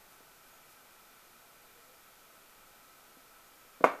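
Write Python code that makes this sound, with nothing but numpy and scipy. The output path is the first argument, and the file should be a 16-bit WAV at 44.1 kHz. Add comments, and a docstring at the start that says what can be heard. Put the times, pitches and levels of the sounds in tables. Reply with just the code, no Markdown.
"""Two books knocked together once, close to the microphone in a small, quiet room.
They shift faintly in the hands, graze, then meet flat near the end: squeezed air slaps out, the
covers ring briefly and the pages crackle. Near surfaces and the room throw the knock back.
Behind it lie microphone hiss, a faint fan-like whirr, a thin electronic whine and a few passing tones."""
import sys
import numpy as np
from scipy import signal
from scipy.fft import rfft, irfft
from scipy.io import wavfile
from scipy.ndimage import uniform_filter1d

SR = 44100
rng = np.random.default_rng(int(sys.argv[2]) if len(sys.argv) > 2 else 0)


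def persist_wave(psi):
    """Save psi, clipped to +-1, as 16-bit WAV."""
    counts = np.round(np.clip(psi, -1, 1) * 32767).astype(np.int16)
    wavfile.write(sys.argv[1], SR, np.atleast_2d(counts).T)


N = 176400

# three grazes, then the flat hit (time [s], gain [dB], low-pass corner [Hz], cover ring gain [dB])
CONTACTS = [(3.8059, -22.5, 720, -14), (3.8093, -13, 480, -14), (3.839, -8, 950, -6),
            (3.8420, 11, 11000, -1)]
# soft bumps of the books in the hands (time [s], gain [dB])
HAND_BUMPS = [(0.115, -44), (0.206, -34.5), (0.561, -45), (3.171, -33), (3.809, -17.5), (3.8325, -30)]
# air squeezed out between the covers (frequency [Hz], relative level [dB])
SLAP_SPECTRUM = [(30, -53), (90, -27), (170, -14.5), (300, -6.5), (600, 2.5), (850, -4), (1150, 0.5),
                 (1500, -9), (1780, -21), (2250, -12), (3000, -32.5), (4500, -43), (15000, -59)]
# dull push of a book held loosely (frequency [Hz], relative level [dB])
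THUD_SPECTRUM = [(30, -31), (100, -15), (200, -0.5), (300, 0.5), (680, -6), (1000, -15), (3000, -34),
                 (15000, -53)]
# ring of covers and page blocks (frequency [Hz], relative level [dB], t60 [s])
COVER_MODES = [(251, -39.5, 0.1), (461, -41, .04), (667, -35, 0.023), (956, -37, 0.039), (1486, -50, 0.059),
               (1810, -37.5, 0.031), (2133, -35, 0.025), (2610, -39, 0.022), (3490, -49, 0.029)]
# fingers brushing the covers (time [s], length [s], rms level at the crest [dB])
FINGER_BRUSHES = [(0.09, .07, -64), (0.46, 0.046, -64), (0.678, .08, -62.5)]
# echoes off near surfaces (delay [s], level against the direct sound [dB])
NEAR_ECHOES = [(.0028, -13), (.0041, -7.5), (.0061, -8), (.0079, -17), (0.0108, -12), (.0175, -17),
               (.0305, -21)]
# colour of the room's tail (frequency [Hz], relative level [dB])
TAIL_SPECTRUM = [(60, -26), (180, -5), (265, 0), (330, -7.5), (480, -5), (750, -3), (1150, -3), (1800, 6.5),
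                 (2200, -1.5), (2900, 4.5), (4000, 9.5), (8000, -1), (15000, -4)]
# decay of the room's tail (frequency [Hz], t60 [s])
TAIL_DECAY = [(100, 0.28), (300, 0.43), (700, 0.38), (1400, 0.31), (2800, 0.35), (6000, .25), (14000, 0.3)]
# standing waves of the room (frequency [Hz], gain [dB], t60 [s])
STANDING_WAVES = [(277.4, -54.5, 0.26), (525, -66, 0.42), (1180, -79, 0.35)]
# microphone hiss and room tone (frequency [Hz], relative level [dB])
HISS_SPECTRUM = [(20, 6), (60, -8.5), (130, -3.5), (280, -1.5), (600, 0), (1100, -1), (1750, -5),
                 (3000, -6), (5000, -8.5), (15000, -10)]
# resonances of the whirr (frequency [Hz], half-width [Hz], rms level [dB])
WHIRR_BANDS = [(667, 17, -80), (845, 41, -77), (1313, 61, -68), (1512, 63, -72.5), (1920, 120, -77),
               (2390, 114, -74)]
# faint passing tones (time [s], length [s], frequency [Hz], rms level at the crest [dB])
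PASSING_TONES = [(0.484, .13, 6715, -74), (1.755, 0.056, 475, -65), (1.85, 0.12, 509, -66.5),
                 (3.43, .08, 6725, -73), (3.57, 0.074, 6725, -75), (3.9, .07, 6700, -72)]

RING_RISE_S = 0.0042
PAGES_DB, PAGES_T60_S, PAGES_HIGHPASS_HZ = -28, 0.075, 2580
SNAP_DB, SNAP_T60_S, SNAP_HIGHPASS_HZ = -41, 0.015, 6000
TAIL_GAIN_DB, TAIL_DELAY_S, TAIL_RISE_S = -4, 0.0084, 0.0042
HISS_DB, TONE_WAVER_HZ = -59.5, 8.6
WHINE_DB, WHINE_HZ, FRAME_HZ = -71, 12272, 29.97
CUTOFF_HZ = 15120


def knock(db, corner_hz, ring_db):
    """Air slap, cover ring, page crackle and jacket snap; a glancing contact is duller and rings less."""
    slap = pulse(SLAP_SPECTRUM)
    t = np.arange(len(slap)) / SR
    covers = amp(ring_db) * ring(COVER_MODES, t) * (1 - np.exp(-t / RING_RISE_S))
    pages = crackle(t, PAGES_DB, PAGES_T60_S, PAGES_HIGHPASS_HZ)
    snap = crackle(t, SNAP_DB, SNAP_T60_S, SNAP_HIGHPASS_HZ)
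    return amp(db) * filtered(slap + covers + pages + snap, corner_hz, "low")


def crackle(t, db, t60, highpass_hz):
    """Struck paper: a dying burst of spiky treble noise, its energy set by db."""
    burst = filtered(rng.laplace(size=len(t)), highpass_hz, "high") * amp(-60 * t / t60)
    return amp(db) * burst / np.linalg.norm(burst)


def books():
    """Close to the microphone, two books bump softly in the hands, graze and meet flat."""
    out = np.zeros(N)
    for start, db in HAND_BUMPS:
        add(out, start, amp(db) * pulse(THUD_SPECTRUM))
    for start, db, corner_hz, ring_db in CONTACTS:
        add(out, start, knock(db, corner_hz, ring_db))
    return out


def finger_brushes():
    """Fingers slide on the covers: short swells of papery friction, close and dry."""
    swells = np.zeros(N)
    for start, length, db in FINGER_BRUSHES:
        t = np.arange(0, length, 1 / SR)
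        add(swells, start, amp(db) * np.sin(np.pi * t / length))
    friction = unit(filtered(rng.laplace(size=N), hz=3500, kind="high"))
    return swells * friction


def small_room(source):
    """The microphone hears direct sound, near echoes, standing waves and a tail dying band by band."""
    t = np.arange(SR // 2) / SR
    build_up = 1 - np.exp(-np.maximum(t - TAIL_DELAY_S, 0) / TAIL_RISE_S)
    reflections = rng.choice([-1., 1.], len(t)) * build_up
    hz, times, bands = signal.stft(reflections, SR, nperseg=256)
    t60 = curve_at(TAIL_DECAY, hz)[:, None]
    bands *= amp(curve_at(TAIL_SPECTRUM, hz)[:, None] - 60 * times / t60)
    bands *= np.sqrt(2 * np.log(1000) / (t60 * SR))  # offsets the extra energy of a longer decay
    tail = signal.istft(bands, SR, nperseg=256)[1][:len(t)]
    response = amp(TAIL_GAIN_DB) * tail + ring(STANDING_WAVES, t)
    response[0] += 1  # direct sound
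    for delay, db in NEAR_ECHOES:
        add(response, delay, amp([db]))
    return signal.fftconvolve(source, response)[:N]


def hiss():
    """The microphone's own even hiss, together with the room tone."""
    hz = np.fft.rfftfreq(N, 1 / SR)
    return amp(HISS_DB) * noise(amp(curve_at(HISS_SPECTRUM, hz)))


def whirr():
    """A faint fan-like whirr: steady noise in narrow resonances."""
    hz = np.fft.rfftfreq(N, 1 / SR)
    return sum(amp(db) * noise(1 / (1 + ((hz - centre) / half_width) ** 2))
               for centre, half_width, db in WHIRR_BANDS)


def camera_whine():
    """A camera's thin high tone; it restarts at the frame rate, which adds a faint buzz."""
    since_restart = np.arange(N) / SR % (1 / FRAME_HZ)
    return amp(WHINE_DB) * np.sqrt(2) * np.sin(2 * np.pi * WHINE_HZ * since_restart)


def passing_tones():
    """Short wavering tones that barely rise out of the hiss."""
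    out = np.zeros(N)
    waver_hz = TONE_WAVER_HZ * unit(uniform_filter1d(rng.standard_normal(N), size=900))
    for start, length, hz, db in PASSING_TONES:
        t = np.arange(0, length, 1 / SR)
        pitch_hz = hz + waver_hz[round(start * SR):][:len(t)]
        turns = np.cumsum(pitch_hz) / SR
        swell = amp(db) * np.sqrt(2) * np.sin(np.pi * t / length)
        add(out, start, swell * np.sin(2 * np.pi * turns))
    return out


def pulse(spectrum, size=8192):
    """A minimum-phase pressure pulse of energy 1 with the given spectrum."""
    hz = abs(np.fft.fftfreq(size, 1 / SR))
    log_gain = np.log(amp(curve_at(spectrum, hz)))
    minimum_phase = np.exp(np.conj(signal.hilbert(log_gain)))
    wave = np.fft.ifft(minimum_phase).real[:size // 2]
    return wave / np.linalg.norm(wave)


def ring(modes, t):
    """A sum of dying sines."""
    return sum(amp(db - 60 * t / t60) * np.sin(2 * np.pi * hz * t) for hz, db, t60 in modes)


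def noise(gain):
    """Steady noise of rms 1, shaped by a gain per frequency."""
    return unit(irfft(rfft(rng.standard_normal(N)) * gain, N))


def filtered(x, hz, kind):
    """Second-order low-pass or high-pass."""
    return signal.sosfilt(signal.butter(2, min(hz, SR / 2 - 1), kind, fs=SR, output="sos"), x)


def curve_at(points, hz):
    """Interpolates a table on a log-frequency axis."""
    points_hz, values = np.transpose(points)
    return np.interp(np.log(hz + 1), np.log(points_hz + 1), values)


def amp(db):
    """Decibels to gain."""
    return 10 ** (np.asarray(db) / 20)


def unit(x):
    """Scales to an rms of 1."""
    return x / np.sqrt(np.mean(x ** 2) + 1e-20)


def add(mix, start, sound):
    """Mixes a sound in at start seconds."""
    part = mix[round(start * SR):][:len(sound)]
    part += sound[:len(part)]


def scene():
    """One microphone close to the books, with the quiet room behind them."""
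    foreground = small_room(books())
    background = hiss() + whirr() + camera_whine() + passing_tones()
    return (foreground + finger_brushes() + background)[None]


def record(dry):
    """The recorder cuts off the highest treble steeply."""
    lowpass = signal.firwin(1023, CUTOFF_HZ, window=("kaiser", 9), fs=SR)
    return signal.oaconvolve(dry, lowpass[None], "same")


dry = scene()
out = record(dry)
persist_wave(out)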